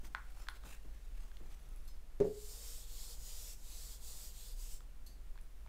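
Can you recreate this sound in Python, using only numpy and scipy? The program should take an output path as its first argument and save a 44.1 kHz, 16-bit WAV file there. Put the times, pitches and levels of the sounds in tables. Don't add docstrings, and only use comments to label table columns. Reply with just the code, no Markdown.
import sys
import numpy as np
from scipy import signal
from scipy.fft import rfft, irfft, next_fast_len
from scipy.io import wavfile
from scipy.ndimage import uniform_filter1d, map_coordinates

SR = 44100
rng = np.random.default_rng(int(sys.argv[2]) if len(sys.argv) > 2 else 0)


def to_wav(sig):
    pcm = np.clip(np.atleast_2d(sig), -1, 1) * 32767
    pcm = np.round(pcm).astype(np.int16)
    wavfile.write(sys.argv[1], SR, pcm.T)


N = 250840

# f/Hz, t60/s (the time to fade by 60 dB)
ROOM_DECAY = [(150, 0.34), (1500, 0.31), (5000, 0.39), (14000, 0.26)]
# f/Hz, level/dB
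HISS_COLOUR = [(60, -5), (80, -13.5), (130, -14.5), (250, -22), (500, -25), (1000, -29.5), (2300, -33),
               (4500, -37), (9000, -38.5), (15000, -40.5)]
DRAFT_COLOUR = [(3, -6.5), (13, 6.5), (20, -4.5), (40, -16.5), (54, -15), (66, -33), (110, -43),
                (300, -100)]
# middle t/s, length/s, level/dB
RUMBLE_SWELLS = [(1.17, 0.38, -51), (1.76, 0.25, -52.5), (4.58, 0.33, -46.5)]

# middle t/s, length/s, level/dB
SWEATER_SWISHES = [(.06, 0.089, -61.5), (.31, 0.11, -69), (.415, 0.22, -63), (.555, .06, -62),
                   (.705, 0.22, -58), (1.215, .22, -68), (1.472, 0.033, -68), (1.527, 0.098, -63)]
# t/s, level/dB
BODY_BUMPS = [(.03, -57.5), (0.641, -60), (0.848, -59.5), (1.403, -56.5), (1.658, -63.5), (5.091, -67)]
# f/Hz, level/dB
WOOL_COLOUR = [(100, -11), (400, 4.5), (800, 3), (1300, 3.5), (2600, 1), (4200, -2), (7700, -2),
               (9500, -6.5), (15000, -8)]
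BUMP_COLOUR = [(50, 9.5), (170, 12), (500, 0), (1500, -14), (5000, -64)]

# t/s, level/dB, extra tone f/Hz
PENDANT_TOUCHES = [(1.8746, -62, 5160), (5.062, -58.5, 4590)]
# start t/s, length/s, level/dB
BEAD_RUNS = [(0.499, .01, -51), (1.6, .27, -56), (5.413, .01, -49.5)]
# f/Hz, level/dB, t60/s
PENDANT_MODES = [(4170, -9, 0.24), (4330, -2, .1), (6220, -9, 0.16), (7445, -11, 0.13), (8300, -9, 0.11),
                 (11490, -2, 0.28)]
BEAD_MODES = [(9300, -6.5, 0.0032), (10800, -4, 0.0074), (12700, -9, 0.0054)]

# t/s, level/dB, rim snap offset/dB, barrel pitch ratio (set by the fingers' grip)
MARKER_CLICKS = [(0.046, -46.5, -18, 1.44), (0.1488, -22.5, -14.5, 0.96), (0.3725, -51, -12, 0.57),
                 (.4700, -44.5, -10, 1.1), (0.4863, -28, -3.5, 0.973), (0.637, -46.5, -7, 0.77),
                 (1.316, -50.5, -7, 1.05), (1.3697, -47.5, -1, 1.9), (4.8061, -50, -6, 0.88),
                 (5.3572, -52.5, -12, 0.69), (5.377, -50.5, -5, 1.03), (5.387, -52, -9, 1.6),
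                 (5.663, -49, -11, 0.6), (5.6745, -53, -12, 1.5)]
# f/Hz, level/dB, t60/s
BARREL_MODES = [(1160, -11.5, 0.014), (1510, -0.5, 0.01), (1990, -17.5, 0.015)]
RIM_MODES = [(3500, -1, 0.0053), (4100, -3.5, 0.0049), (4900, -26, 0.0067), (6000, -25, 0.012),
             (12700, -4, 0.0013)]

# t/s, level/dB, contact time/s
ERASER_KNOCKS = [(2.2020, -31.5, 0.0012), (2.2092, -26, 0.0022), (2.2141, -36, 0.00096),
                 (2.2455, -45, 0.0011), (2.2528, -42, 0.00084)]
# f/Hz, level/dB, t60/s
BOARD_MODES = [(113.4, -23.5, 0.45), (153, -8, 0.073), (184, -10, 0.16), (270, -8, 0.082), (316, -5, 0.13),
               (387.8, -2.5, 0.22), (404.6, 1.5, 0.24), (418.5, -13, 0.54), (435.6, -10.5, 0.37),
               (525.6, 2.5, 0.35), (565, -16, 0.27), (623, -24, 0.33), (663, -14.5, 0.36), (728, -19, 0.18),
               (820, -18.5, 0.17)]
# f/Hz, level/dB
SHUDDER_COLOUR = [(120, 0), (280, -2), (560, 4), (780, -2.5), (1050, -7.5), (1400, -13.5), (1950, -14),
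                  (3000, -23.5), (6000, -24.5), (15000, -40)]

# f/Hz, level/dB
FELT_COLOUR = [(150, -62), (400, -22.5), (800, -14.5), (1300, -17), (2300, -15.5), (3200, -9), (5300, -6.5),
               (6300, -5), (7200, -1), (8000, -1.5), (9400, -8), (13500, -7), (15500, -11)]
# f/Hz, width/Hz, level/dB
PANEL_PEAKS = [(476, 40, 0), (594, 110, -9), (830, 220, -14)]
# start t/s, end t/s, level/dB, speeding up/s, slowing down/s,
# the pad's starting f/Hz, its ring offset/dB
ERASER_STROKES = [(2.30, 2.875, -54.5, .30, 0.13, 4350, 1), (2.825, 3.19, -54.5, 0.2, .09, 4130, 3),
                  (3.155, 3.565, -54, 0.15, 0.067, 4700, 1), (3.605, 3.99, -55.5, 0.15, 0.074, 4000, 2),
                  (3.99, 4.345, -54, 0.13, 0.11, 4350, 0), (4.305, 4.55, -58, 0.1, 0.054, 4150, 2.5),
                  (4.55, 4.80, -57.5, 0.085, 0.083, 4870, 1)]


def amp(db):
    return 10 ** (np.asarray(db) / 20)


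def unit(x):
    return x / np.sqrt(np.mean(x ** 2) + 1e-20)


def along(points, hz):
    freqs, values = np.transpose(points)
    return np.interp(np.log(hz + 1), np.log(freqs + 1), values)


def wobble(rate):
    values = rng.standard_normal(int(N * rate / SR) + 4)
    return map_coordinates(values, [np.arange(N) * rate / SR])


def movement(start, end, rise_s, fall_s):
    t = np.arange(N) / SR
    ease = lambda u: np.sin(np.pi / 2 * np.clip(u, 0, 1))
    return ease((t - start) / rise_s) * ease((end - t) / fall_s)


def swells(rows):
    t = np.arange(N) / SR
    return sum(amp(db) * np.cos(np.pi * np.clip((t - middle) / length, -.5, .5)) ** 2
               for middle, length, db in rows)


def filtered(x, response):
    size = next_fast_len(N + SR // 2)
    return irfft(rfft(x, size) * response(np.fft.rfftfreq(size, 1 / SR)), size)[:N]


def coloured(x, colour):
    return filtered(x, lambda hz: amp(along(colour, hz)))


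def band(x, lo_hz, hi_hz):
    return signal.sosfilt(signal.butter(2, [lo_hz, hi_hz], "bandpass", fs=SR, output="sos"), x)


def noise(colour):
    return unit(coloured(rng.standard_normal(N), colour))


def resonant(peaks):
    def response(f):
        return sum(amp(db) * (1j * f * width / (hz * hz - f * f + 1j * f * width)) ** 2
                   for hz, width, db in peaks)
    return unit(filtered(rng.standard_normal(N), response))


def gliding(centre_hz, width_hz):
    hz, t, spectra = signal.stft(rng.standard_normal(N), SR, nperseg=512)
    offset_hz = hz[:, None] - np.interp(t, np.arange(N) / SR, centre_hz)
    peak = 1 / (1 + (2 * offset_hz / width_hz) ** 2)
    return unit(signal.istft(spectra * peak, SR, nperseg=512)[1][:N])


def patchy(x, depth_db):
    spectra = signal.stft(x, nperseg=512)[2]
    patches = uniform_filter1d(rng.standard_normal(spectra.shape), size=3, axis=0)
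    patches = uniform_filter1d(patches, size=24, axis=1)
    return unit(signal.istft(spectra * amp(depth_db * unit(patches)), nperseg=512)[1][:N])


def drone(hz, drift):
    return np.sqrt(2) * np.sin(2 * np.pi * hz * np.arange(N) / SR + drift * wobble(rate=4.7))


def ring(modes):
    t = np.arange(SR) / SR
    return sum(amp(db - 60 * t / t60) * np.cos(2 * np.pi * hz * t)
               * (1 - np.exp(-2 * np.pi * hz * t)) ** .5 for hz, db, t60 in modes)


def burst(t60):
    return amp(-60 * np.arange(SR) / SR / t60) * rng.standard_normal(SR)


def add(track, start, sound):
    part = track[max(round(start * SR), 0):][:len(sound)]
    part += sound[:len(part)]


def in_room(x, echo_db):
    hz, t, spectra = signal.stft(rng.standard_normal(SR // 2), SR, nperseg=256)
    fade = amp(-60 * t / along(ROOM_DECAY, hz)[:, None])
    echo = signal.istft(spectra * fade, SR, nperseg=256)[1]
    echo *= 1 - np.exp(-np.arange(len(echo)) / SR / 0.00084)
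    return x + amp(echo_db) * signal.fftconvolve(x, echo / np.linalg.norm(echo))[:N]


def background():
    rumble_gain = amp(-54.5 + 2.5 * wobble(rate=4.134)) + swells(RUMBLE_SWELLS)
    rumble = rumble_gain * drone(hz=30.1, drift=0.76)
    hum = amp(-56 + 1.5 * wobble(rate=3.1)) * drone(hz=49.3, drift=0.068)
    return rumble + hum + amp(-48.5) * noise(DRAFT_COLOUR) + amp(-62) * noise(HISS_COLOUR)


def sweater():
    turning = amp(-74) * movement(start=-0.13, end=2.01, rise_s=0.13, fall_s=0.13)
    brushing = np.hypot(turning, swells(SWEATER_SWISHES))
    flicker = amp(2.2 * wobble(rate=140))
    rustle = brushing * flicker * patchy(noise(WOOL_COLOUR), depth_db=3)
    bumps = np.zeros(N)
    bump_t60 = 0.44
    for start, db in BODY_BUMPS:
        add(bumps, start, amp(db - 60 * np.arange(SR) / SR / bump_t60))
    return rustle + bumps * noise(BUMP_COLOUR)


def necklace():
    tinks = np.zeros(N)
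    soft_start = 1 - np.exp(-np.arange(SR) / SR / 0.0027)
    for start, db, hz in PENDANT_TOUCHES:
        metal = ring(PENDANT_MODES + [(hz, -5, .18)])
        jostle = amp(5) * burst(t60=0.083)
        add(tinks, start, amp(db) * soft_start * (metal + jostle))
    mean_gap_s, scatter_db = 0.053, 4
    for start, length, db in BEAD_RUNS:
        t = start
        while t < start + length:
            add(tinks, t, amp(db + scatter_db * rng.standard_normal()) * ring(BEAD_MODES))
            t += mean_gap_s * (.5 + rng.random())
    return in_room(band(tinks, lo_hz=2730, hi_hz=14900), echo_db=-1.5)


def marker():
    barrel, rim = np.zeros(N), np.zeros(N)
    for start, db, snap_db, pitch in MARKER_CLICKS:
        held_modes = [(hz * pitch, level, t60) for hz, level, t60 in BARREL_MODES]
        add(barrel, start, amp(db) * ring(held_modes))
        add(rim, start, amp(db + snap_db) * (ring(RIM_MODES) + amp(-20.5) * burst(t60=0.02)))
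    barrel = band(barrel, lo_hz=690, hi_hz=2260)
    rim = band(rim, lo_hz=2850, hi_hz=11600)
    return in_room(barrel, echo_db=-6.5) + in_room(rim, echo_db=-10.5)


def eraser_knock():
    boom, shudder = np.zeros(N), np.zeros(N)
    board = ring(BOARD_MODES)
    t = np.arange(-(SR // 500), SR // 500) / SR
    for hit_s, db, contact_s in ERASER_KNOCKS:
        push = np.exp(-8 * (t / contact_s) ** 2)
        add(boom, hit_s + t[0], amp(db) * signal.fftconvolve(board, push / push.sum()))
    shake = amp(-30.5) * burst(t60=0.21)
    first_tap = amp(-20) * burst(t60=0.011)
    add(shudder, ERASER_KNOCKS[0][0], shake + first_tap)
    return in_room(boom + coloured(shudder, SHUDDER_COLOUR), echo_db=-8)


def hand_strokes():
    t = np.arange(N) / SR
    climb_hz_per_s = 2100
    creep = amp(-66) * movement(start=2.235, end=4.86, rise_s=0.018, fall_s=0.15)
    power = creep ** 2
    pad_hz, pad_db = np.full(N, float(ERASER_STROKES[0][5])), np.zeros(N)
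    for start, end, db, rise_s, fall_s, hz, ring_db in ERASER_STROKES:
        power += (amp(db) * movement(start, end, rise_s, fall_s)) ** 2
        pad_hz = np.where(t < start, pad_hz, hz + climb_hz_per_s * (t - start))
        pad_db = np.where(t < start, pad_db, ring_db)
    return np.sqrt(power), pad_hz, pad_db


def eraser_wipe():
    strength, pad_hz, pad_db = hand_strokes()
    rubbing = strength * amp(0.52 * wobble(rate=25))
    pad = amp(pad_db - 11.5) * gliding(pad_hz, width_hz=1600)
    hiss = amp(1) * patchy(noise(FELT_COLOUR) + pad, depth_db=1.8)
    panel = amp(-20.5 + wobble(rate=6.57)) * resonant(PANEL_PEAKS)
    return rubbing * (hiss + panel)


def scene():
    mono = eraser_knock() + eraser_wipe() + marker() + necklace() + sweater() + background()
    return np.array([mono, mono])


def record(dry):
    top_hz = 15650
    return np.array([filtered(channel, lambda hz: hz < top_hz) for channel in dry])


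dry = scene()
out = record(dry)
to_wav(out)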